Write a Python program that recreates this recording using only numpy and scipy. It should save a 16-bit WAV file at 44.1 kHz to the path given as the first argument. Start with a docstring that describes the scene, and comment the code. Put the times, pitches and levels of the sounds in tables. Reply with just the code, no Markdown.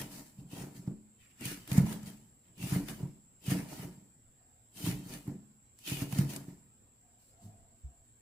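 """Chili sliced on a plastic board

A cleaver slices chili on a thin plastic board on a kitchen counter. Each push crunches and scrapes:
shaped noise through blade, rasp and squeak resonances, with noise bursts for snaps.
The board booms and the edge knocks down: dying sines, shaken by noise or struck.
Insects whine outside and a far bird coos (noise bands); the counter is bumped twice (sines)."""
import sys
import numpy as np
from scipy import signal
from scipy.fft import irfft
from scipy.io import wavfile
from scipy.ndimage import uniform_filter1d

SR = 44100
rng = np.random.default_rng(int(sys.argv[2]) if len(sys.argv) > 2 else 0)


def output_pcm(signal):
    """Save a mono or channel-first signal as 16-bit PCM at the path in sys.argv[1].

    Samples are clipped to [-1, 1] before scaling.
    """
    pcm = np.clip(np.atleast_2d(signal).T, -1, 1) * 32767
    wavfile.write(sys.argv[1], SR, np.round(pcm).astype(np.int16))


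N = 362187

# Blade pushes. Each row: end in s, length in s, tearing reference level in dB, swell over the push in dB,
# rasp and squeak in dB against that reference, weight on the board in dB, lift of its higher modes in dB.
PUSHES = [(0.012, 0.019, -49, -7, -2.5, -3.5, -39, 4), (0.193, 0.075, -55, -0.5, -6.5, -13, -56.5, 1.5),
          (.278, 0.012, -65.5, -2, -7, -11, -67, -1), (.398, 0.0076, -70, 1, -16, -5, -39.5, -1.5),
          (0.621, 0.099, -53.5, 5, -2, -7.5, -42, 6), (.764, .004, -59.5, 1, -7, -10, -48.5, -1.5),
          (.87, 0.023, -78, 4, -2, -6, -44, -5), (1.255, 0.046, -74.5, 1, 4.5, 3.5, -85, -5),
          (1.335, 0.029, -79.5, -6, 0, 2.5, -78, -5), (1.42, 0.0067, -55.5, 3.5, -1, 1, -42, -4),
          (1.517, 0.067, -47, -1.5, -3.5, -4.5, -45.5, -3.5), (1.779, 0.082, -46, 6.5, 0, -9, -25.5, -2),
          (1.924, 0.059, -51, 4.5, -2, -6, -47, 5.5), (2.076, 0.0051, -54, 0.5, -5, -7, -45.5, -4),
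          (2.492, 0.038, -80, -2, 2, -2, -65.5, 3), (2.6, 0.0095, -61, 3, -13, 4, -46, 0),
          (2.649, 0.027, -49.5, 1.5, -15, -2, -36, -9), (2.749, 0.075, -45, 4.5, -2.5, -8.5, -37.5, 0),
          (2.898, .004, -49.5, 0.5, -2.5, -5, -41, 0), (3.025, 0.024, -72, -7.5, -9, -10, -45, 6.5),
          (3.48, 0.019, -51, 2.5, -18, 0, -40, -1), (3.525, 0.018, -45, -2, -2, -4.5, -30.5, 0),
          (3.591, 0.019, -54.5, 0, 0, -4, -41, 5.5), (3.73, 0.043, -52, 7, -7.5, -8, -52.5, 6.5),
          (3.832, 0.072, -55.5, 3.5, -1, -7, -39.5, -1), (4.82, 0.045, -50.5, 2.5, -12, -6.5, -44.5, -2),
          (4.901, 0.045, -46, -2.5, -5, -5, -29, -3), (5.099, 0.038, -55, 5.5, -7, -15, -44, 2),
          (5.15, 0.026, -53.5, -0.5, -5, -5.5, -53, 0.5), (5.289, 0.014, -68.5, 0, 0, -13, -37, 2.5),
          (5.802, .009, -66.5, 0, -21.5, -4.5, -86, -8), (5.921, 0.045, -45, -1, -7, -1, -45.5, -3.5),
          (6.015, 0.08, -47.5, 2.5, -5.5, -2.5, -42, -4), (6.208, 0.092, -48.5, 4, -2.5, -10.5, -29.5, -1),
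          (6.366, 0.064, -54.5, -4.5, -4.5, -8, -48.5, 5.5), (6.5, .01, -70.5, -0.5, 0.5, -13, -55, -2),
          (7.307, .103, -74.5, 1, -13.5, -13.5, -83, -3), (7.464, 0.036, -70.5, 0, -15, -14, -53, -5)]
# Edge meets board. Each row: start in s, blow level in dB, centre of the favoured low modes in Hz,
# then middle modes, upper modes and crack in dB against the blow.
KNOCKS = [(0.384, -37.5, 135, -25, -34, -28), (0.53, -40, 180, 4, -6, -23), (0.792, -40, 170, -8, -25, -30),
          (0.875, -26.5, 197, -2.5, -21, -23.5), (1.456, -30.5, 138, -10, -22, -20),
          (1.716, -22.5, 137, -20, -8, -21), (1.778, -9.5, 170, -31, -19.5, -18),
          (1.869, -30, 183, -9, -2, -8), (2.032, -39, 153.4, -11, -8, -10),
          (2.074, -38.5, 190, -15, -7, -28), (2.636, -29, 138, -7.5, -8.5, -24),
          (2.721, -21.5, 139, -7, -16, -19), (2.76, -19.5, 178, -7, -18, -28),
          (3.029, -25.5, 136, -16, -20, -26), (3.479, -24, 140, -14, -32, -22),
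          (3.517, -22, 183, -2, -7, -6.5), (3.794, -36, 177, -13, -4, -8),
          (3.847, -34.5, 134, -8, -10, -12), (3.975, -46, 175, -8, -25, -35.5),
          (4.839, -28, 139, -8, -27, -16), (4.884, -22.5, 135, -20, -43, -13),
          (5.06, -41, 180, -4, -25, -35), (5.278, -32, 134, 2, -9, -29), (5.917, -27.5, 135, -3, -6, -12),
          (6.019, -26.5, 148, 0.5, -7, -6.5), (6.127, -27.5, 144, -20, -5.5, -31),
          (6.187, -16.5, 134, -21, -41, -14), (6.481, -38, 177, -2.5, -27, -27)]
# Low, middle and upper modes of the board on the counter. Each row: frequency in Hz, level in dB, t60 in s.
BOARD = [(99, -28, 0.09), (140.8, 0.5, 0.201), (172, -1, 0.11), (182.9, 1.5, 0.14), (212.7, -12.5, 0.69)]
MIDDLE = [(250, -4.5, 0.04), (288.1, 1.5, 0.14), (331, -6, 0.063), (360.5, -8.5, 0.094)]
UPPER = [(490, -6, 0.1), (653, 7, 0.026), (783.4, 3.5, 0.027), (916, 7, 0.021), (1246, -1.5, 0.0083)]


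def gain_of(db):
    """Amplitude factor of a level in dB."""
    return 10 ** (np.asarray(db) / 20)


def evened(x):
    """Scales to an overall RMS of 1."""
    return x / np.sqrt(np.mean(x ** 2) + 1e-20)


def read(points, hz):
    """Interpolates (Hz, value) points over log frequency."""
    f, value = np.transpose(points)
    return np.interp(np.log(hz + 1), np.log(f + 1), value)


def add(mix, start_s, sound):
    """Adds a sound in place, cut at the end of the mix."""
    part = mix[..., round(start_s * SR):][..., :sound.shape[-1]]
    part += sound[..., :part.shape[-1]]


def resonate(x, hz, width_hz):
    """Shifts hz down to zero, smooths, and shifts back: a resonance of gain 1."""
    turn = np.exp(2j * np.pi * np.cumsum(hz * np.ones(x.shape[-1])) / SR)
    r = np.exp(-np.pi * width_hz / SR)
    return 2 * (turn * signal.lfilter([1 - r], [1, -r], x / turn)).real


def noise(spectrum, same, patchy_db, size, lean=((1, 0), (2, 0))):
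    """Two-channel noise from random short-time spectra with drifting patches."""
    frames, hz = 4 * N // size + 5, np.fft.rfftfreq(size, 1 / SR)
    a, b, c, d, patches = rng.standard_normal((frames, len(hz), 5)).T
    patches = uniform_filter1d(patches, size=4, axis=0)  # over frequency
    patches = evened(uniform_filter1d(patches, size=12, axis=1))  # over time
    like = np.clip(read(same, hz), -1, 1)[:, None]
    left = a + 1j * b
    right = like * left + np.sqrt(1 - like ** 2) * (c + 1j * d)
    z = np.array([left, right])
    z *= gain_of(np.outer([.5, -.5], read(lean, hz)))[:, :, None]
    z *= gain_of(read(spectrum, hz)[:, None] + patchy_db * patches)
    return evened(signal.istft(z, nperseg=size, noverlap=3 * size // 4)[1][:, :N])


def ring(modes, length_s, weight_db=0):
    """Sum of dying sines."""
    t = np.arange(round(length_s * SR)) / SR
    hz, db, t60_s = np.transpose(modes)[:, :, None]
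    return (gain_of(db + weight_db - 60 * t / t60_s) * np.sin(2 * np.pi * hz * t)).sum(0)


def radiated(x):
    """A thin small board radiates little deep bass."""
    return signal.sosfilt(signal.butter(3, 105, "high", fs=SR, output="sos"), x)


def pushed(peak_db, shape):
    """Gain of a layer: each push rises, swells, falls and lingers; their powers add."""
    rise, extra, fall, linger_db, linger_fall = shape
    t, power = np.arange(0, N, 32) / SR, 0
    for (end_s, length_s, _, swell_db, *_), db in zip(PUSHES, peak_db):
        early, late = np.maximum(end_s - t, 0), np.maximum(t - end_s, 0)
        swelling_db = -(swell_db / length_s + extra) * np.minimum(early, length_s)
        rising_db = -rise * np.maximum(early - length_s, 0)
        power = power + gain_of(db + swelling_db + rising_db - fall * late) ** 2
        power = power + (t > end_s) * gain_of(db + linger_db - linger_fall * late) ** 2
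    return np.interp(np.arange(N) / SR, t, np.sqrt(power))


def dragging():
    """The edge eases its drag by up to 8 dB as it lands, so the board rings freely for a moment."""
    t = np.arange(N) / SR
    still = np.zeros(N)
    for start_s, *_ in KNOCKS:
        still[(t > start_s - .008) & (t < start_s + .03)] = 1
    return gain_of(-8 * uniform_filter1d(still, size=300))


def shaken(group):
    """Drive of one mode group: the blade's weight and tearing, plus the shudder after each blow."""
    # Low, middle, upper group. Each row: share of weight against tearing, level in dB, push shape
    # (rise, extra swell, fall in dB/s, lingering in dB, its fall in dB/s), shudder in dB, its fall in dB/s.
    shakes = [(0.81, 1.5, (596.5, 117.5, 242.5, -12.5, 61), -10.5, 230.5),
              (0.51, -1.5, (596, 87.5, 246.5, -10, 78.5), -8.5, 227), (.3, -6.5, (474, 41, 302, -2.5, 92),
              -19, 250.5)]
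    share, db, shape, shudder_db, fall = shakes[group]
    _, _, tear_db, _, _, _, weight_db, lift_db = np.transpose(PUSHES)
    peak_db = db + share * weight_db + (1 - share) * tear_db + group / 2 * lift_db
    power, t = pushed(peak_db, shape) ** 2, np.arange(SR // 2) / SR
    for start_s, blow_db, _, middle_db, upper_db, _ in KNOCKS:
        group_db = (0, middle_db, upper_db)[group] / 2
        add(power, start_s, gain_of(blow_db + group_db + shudder_db - fall * t) ** 2)
    return np.sqrt(power)


def background():
    """Room air, a wavering hum and the insect band, all as shaped noise."""
    # Relative spectra. Each row: frequency in Hz, density in dB.
    air_spectrum = [(15, -40), (30, -11), (60, 0.5), (113, -2), (173, -16.5), (233, -12), (523, -17),
                    (722, -18.5), (1200, -24), (2000, -25), (4260, -30.5), (6730, -30.5), (9500, -24.5),
                    (11000, -32.5), (15500, -30)]
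    whine_spectrum = [(6900, -43.5), (7150, -8), (7500, 0.5), (7900, -2.5), (8150, -18)]
    # Each row: frequency in Hz, left-right likeness from 0 to 1.
    likeness = [(40, 0.82), (200, 0.76), (700, 0), (2000, 0), (12000, 0.0038)]
    # Each row: centre in Hz, width in Hz, RMS level in dB.
    hum_bands = [(115, 4.89, -73.5), (236.7, 20, -78)]
    hum = sum(gain_of(db) * evened(resonate(rng.standard_normal(N), hz, width_hz))
              for hz, width_hz, db in hum_bands)
    whine = noise([(6400, -68.0)] + whine_spectrum + [(8600, -75)], likeness, patchy_db=1.0, size=512)
    air = noise(air_spectrum, likeness, patchy_db=3.0, size=1024)
    return gain_of(-68.5) * air + gain_of(-67) * whine + hum


def crunch():
    """Fibres tear in a grainy hiss that rings the blade; the edge rasps and squeaks below it."""
    # Relative tearing spectrum. Each row: frequency in Hz, density in dB.
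    tear_spectrum = [(3000, -30), (3700, -8), (6340, -3.5), (8340, -4.5), (10000, -4.5), (14500, -5),
                     (15500, -3.5)]
    # Each row: frequency in Hz, left-right likeness from 0 to 1.
    likeness = [(40, 0.99), (150, 0.99), (350, 0.79), (700, 0.019), (1500, 0.16), (4000, 0), (12000, 0.032)]
    # Each row: frequency in Hz, left over right in dB.
    tear_lean = [(60, 2.5), (110, -5.5), (200, -7), (380, -5), (700, -12), (1290, -3), (2380, 3.5),
                 (4400, 1.0), (8120, 4.5), (15000, -1)]
    # Blade rings. Each row: frequency in Hz, width in Hz, level in dB.
    blade_rings = [(4476, 970, -2.5), (5270, 220, -14.5), (9100, 490, -1), (10860, 290, -4.5),
                   (12200, 200, -22)]
    # Edge on plastic, edge in wet skin. Each row: frequency in Hz, width of each of two passes in Hz, level in dB.
    rasp_modes = [(1406, 500, -1.5), (1780, 450, 2.5), (2076, 450, -4)]
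    squeak_modes = [(2590, 440, -1.5), (2953, 360, 1.5), (3380, 530, -6.5)]
    # Push shapes: rise, extra swell and fall in dB/s, lingering in dB, its fall in dB/s.
    tear_shape = (450, 0, 250, -9.5, 79)
    rasp_shape = (458, 79.5, 278, -8, 99)
    squeak_shape = (500.5, -59, 420.5, -4.5, 109)

    grains = gain_of(0.5 * evened(uniform_filter1d(rng.standard_normal(N), size=130)))
    cracks = gain_of(4.0 * np.minimum(rng.exponential(1, N), 2.5))
    cracks *= rng.random(N) < 250 / SR  # about 250 per second
    flares = signal.lfilter([1], [1, -np.exp(-1 / (0.001 * SR))], cracks)
    grains *= 1 + 0.23 * flares  # single fibres flare briefly
    hiss = noise([(1, -84)] + tear_spectrum, likeness, patchy_db=2, size=512, lean=tear_lean) * grains
    blade = sum(gain_of(db) * resonate(hiss, hz, width_hz) for hz, width_hz, db in blade_rings)
    _, _, tear_db, _, rasp_db, squeak_db, _, _ = np.transpose(PUSHES)
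    out = pushed(tear_db + 4.0, tear_shape) * evened(hiss + blade)

    drive_spectrum = [(500, -45.5), (1000, -0.5), (4000, 1), (6000, -41)]
    scrapes = ((rasp_modes, rasp_db, rasp_shape), (squeak_modes, squeak_db, squeak_shape))
    for modes, over_db, shape in scrapes:
        drive = noise(drive_spectrum, likeness, patchy_db=2.0, size=512) * grains
        # the contact moves along the blade
        drift = 1 + 0.049 * evened(uniform_filter1d(rng.standard_normal(N), size=2500))
        rung = np.zeros((2, N))
        for hz, width_hz, db in modes:
            once = resonate(drive, hz * drift, width_hz)
            rung += gain_of(db) * resonate(once, hz * drift, width_hz)
        out += pushed(tear_db + over_db, shape) * evened(rung)
    return out


def rumble():
    """The dragging edge shakes each mode group with uneven pushes, each with its own left-right difference."""
    # The counter below. 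Each row: frequency in Hz, level in dB, t60 in s.
    counter = [(48, 0, .2)]
    unevenness = gain_of(1.9 * evened(uniform_filter1d(rng.standard_normal(N), size=600)))
    drives = rng.standard_normal((4, 2, N)) * unevenness
    drives[[0, 1, 3]] *= dragging()  # all but the upper modes
    # body, drive group, level in dB, left-right difference
    groups = ((radiated(ring(BOARD, 0.38)), 0, -1.0, 0.033),
              (radiated(ring(MIDDLE, 0.38)), 1, 0.0, .15),
              (radiated(ring(UPPER, 0.38)), 2, -2.0, 0.68),
              (ring(counter, .4), 0, -16.5, .25))
    out = np.zeros((2, N))
    for drive, (body, group, db, side) in zip(drives, groups):
        push = shaken(group) * evened(drive[0] + np.outer([side, -side], drive[1]))
        body = body / np.linalg.norm(body)
        out += gain_of(db) * signal.oaconvolve(push, body[None], axes=1)[:, :N]
    return out


def snaps():
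    """Skin and seeds snap: sharp ticks of splinter noise, a bright and a dull part."""
    # Each row: start in s, level in dB ahead of a common trim, left over right in dB, dull against bright in dB.
    snap_rows = [(0.0152, -26.5, 8.5, -14), (0.5674, -48, 1.5, -11), (1.4084, -33, 5, -15),
                 (1.454, -22.5, 2.5, -16), (1.5254, -36, -3, -16), (1.6758, -33, 0, -7),
                 (1.716, -30, 1, 5.5), (1.73, -25.5, -2.5, -25), (1.747, -45, -3, -9),
                 (1.7614, -39, 0.5, -14), (1.7779, -28, 5, -14), (1.9267, -29.5, 0.5, -3),
                 (2.0303, -42.5, 6, -20), (2.5795, -43, 4, -16), (2.627, -35, 3, 1), (2.739, -35, -3, 0),
                 (2.8851, -35.5, 3, 7), (3.4405, -41, 4, -17), (3.4645, -32, 5, -14), (3.504, -33, -1, -7),
                 (4.7683, -42, 0.5, -15), (4.8444, -39, -3, -14), (4.8638, -25.5, -2, -12),
                 (4.897, -41, 1.5, -17), (5.1375, -30, -2, -17), (5.2764, -41.5, 3.5, -17),
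                 (5.7882, -41, 1.5, -23), (5.8765, -32, 8, -13), (5.898, -24.5, 6, -19),
                 (6.1248, -28, -3, -4.5), (6.1853, -26.5, -1, -2), (6.3343, -30, 1.5, -11),
                 (6.362, -24.5, 3, -19)]
    # Lowest and highest centre of the bright part, in Hz.
    bright_range_hz = (7500, 12300)
    t60_s, rise_s, trim_db = 0.028, 0.00043, -10.5
    out, t = np.zeros((2, N)), np.arange(900) / SR
    for start_s, db, pan_db, dull_db in snap_rows:
        splinter = rng.standard_normal((2, len(t)))  # each channel has its own noise
        hz = rng.uniform(*bright_range_hz)
        bright = evened(resonate(resonate(splinter, hz, 8360), hz, 8360))
        dull = evened(resonate(splinter, 2075, 2200))
        envelope = gain_of(db + trim_db - 60 * t / t60_s) * np.minimum(t / rise_s, 1)
        tick = (bright + gain_of(dull_db) * dull) * envelope
        add(out, start_s, tick * gain_of([[pan_db / 2], [-pan_db / 2]]))
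    return out


def knocks():
    """Each blow favours the low modes near its centre; a tick and a short crack ride on top."""
    # Steel touches plastic. Each row: frequency in Hz, level in dB, t60 in s.
    edge_tick = [(1100, -1.5, 0.0059), (1930, -5, 0.008)]
    out, t = np.zeros(N), np.arange(1300) / SR
    contact = np.hanning(round(0.004 * SR))  # soft plastic lengthens the contact
    middle = radiated(np.convolve(ring(MIDDLE, .4), contact))
    top = ring(UPPER, .15)
    top *= gain_of(-60 * np.arange(len(top)) / SR / 0.012)  # dies faster than the modes alone
    for start_s, db, centre_hz, middle_db, upper_db, crack_db in KNOCKS:
        nearness_db = -14 * abs(np.log2(np.transpose(BOARD)[0][:, None] / centre_hz))
        low = radiated(np.convolve(ring(BOARD, .4, nearness_db), contact))
        boom = low / abs(low).max() + gain_of(middle_db) * middle / abs(middle).max()
        add(out, start_s, -gain_of(db) * boom)
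        add(out, start_s, gain_of(db + upper_db) * top / abs(top).max())
        add(out, start_s, gain_of(db - 26.5) * ring(edge_tick, 0.011))
        crack = resonate(rng.standard_normal(len(t)), 7000, 7500)
        add(out, start_s, gain_of(db + crack_db - 2 - 60 * t / 0.018) * crack)
    return out


def coos():
    """Soft far notes of narrow-band noise that swell, fade and glide in pitch."""
    # Each row: start in s, length in s, level in dB, first and last centre in Hz.
    coo_rows = [(4.35, 0.28, -76, 723, 740), (7.022, 0.23, -74.5, 735, 696), (7.304, 0.48, -66.5, 715, 670),
                (7.837, 0.23, -73.5, 726, 660)]
    peak_share, ends_db = 0.26, -7.5  # share of the note at its loudest; ends ahead of the taper
    out = np.zeros(N)
    for start_s, length_s, db, first_hz, last_hz in coo_rows:
        u = np.arange(0, length_s, 1 / SR) / length_s
        note = resonate(rng.standard_normal(len(u)), first_hz + (last_hz - first_hz) * u, 40)
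        arch_db = np.interp(u, [0, peak_share, 1], [ends_db, 0, ends_db])
        add(out, start_s, gain_of(db + arch_db) * evened(note) * signal.windows.tukey(len(u), .2))
    return out


def bumps():
    """Dull thuds through the counter: two dying sines with a 21 ms rise."""
    # Each row: start in s, level in dB, frequency in Hz, t60 in s.
    bump_rows = [(7.438, -40.5, 104.2, 0.3), (7.836, -29.5, 65.3, 0.17)]
    out = np.zeros(N)
    for start_s, db, hz, t60_s in bump_rows:
        thud = ring([(hz, db, t60_s), (2.1 * hz, db - 14.0, t60_s)], .4)
        add(out, start_s, thud * np.minimum(np.arange(len(thud)) / SR / 0.021, 1))
    return out


def spread(x):
    """Mono to two channels with phase scattered over frequency; the left is 70 us later."""
    # Each row: frequency in Hz, left-right phase scatter in rad.
    scatter = [(40, 0.43), (90, .15), (180, 0.04), (350, 0.23), (700, 1), (1500, 5.4), (12000, 1.7)]
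    hz = np.fft.rfftfreq(1024, 1 / SR)
    wander = evened(uniform_filter1d(rng.standard_normal(len(hz)), size=3)) * read(scatter, hz)
    lag = 2 * np.pi * hz * 7e-5
    turn = np.outer([-.5, .5], wander + lag) - np.pi * np.arange(len(hz))  # centred at sample 512
    return signal.oaconvolve(x[None], irfft(np.exp(1j * turn)), axes=1)[:, 512:N + 512]


def kitchen(x):
    """Echoes of random sign and spacing that die away (t60 0.67 s), other ones per channel."""
    at = np.arange(200, SR // 2, 20)
    taps = np.zeros((2, SR // 2 + 20))
    places = at + rng.integers(0, 20, (2, len(at)))
    np.put_along_axis(taps, places, rng.choice([-1., 1.], (2, len(at))), 1)
    taps *= gain_of(-60 * np.arange(taps.shape[1]) / SR / 0.67)
    x = radiated(x)  # deep bass finds no echo of its own in so small a room
    return signal.oaconvolve(x, taps / np.linalg.norm(taps[0]), axes=1)[:, :N]


def scene():
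    """Board sounds near the middle, crunch wide, all in a small room."""
    near = spread(knocks() + bumps() + coos()) + rumble() + crunch() + snaps()
    return near + gain_of(-18.5) * kitchen(near) + background()


def record(dry):
    """Leans 0.6 dB to the right, then limits the band to 15550 Hz."""
    leaned = dry * gain_of([[-.3], [.3]])
    lowpass = signal.firwin(511, 15550, window=("kaiser", 9), fs=SR)
    return signal.oaconvolve(leaned, lowpass[None], "same")


dry = scene()
out = record(dry)
output_pcm(out)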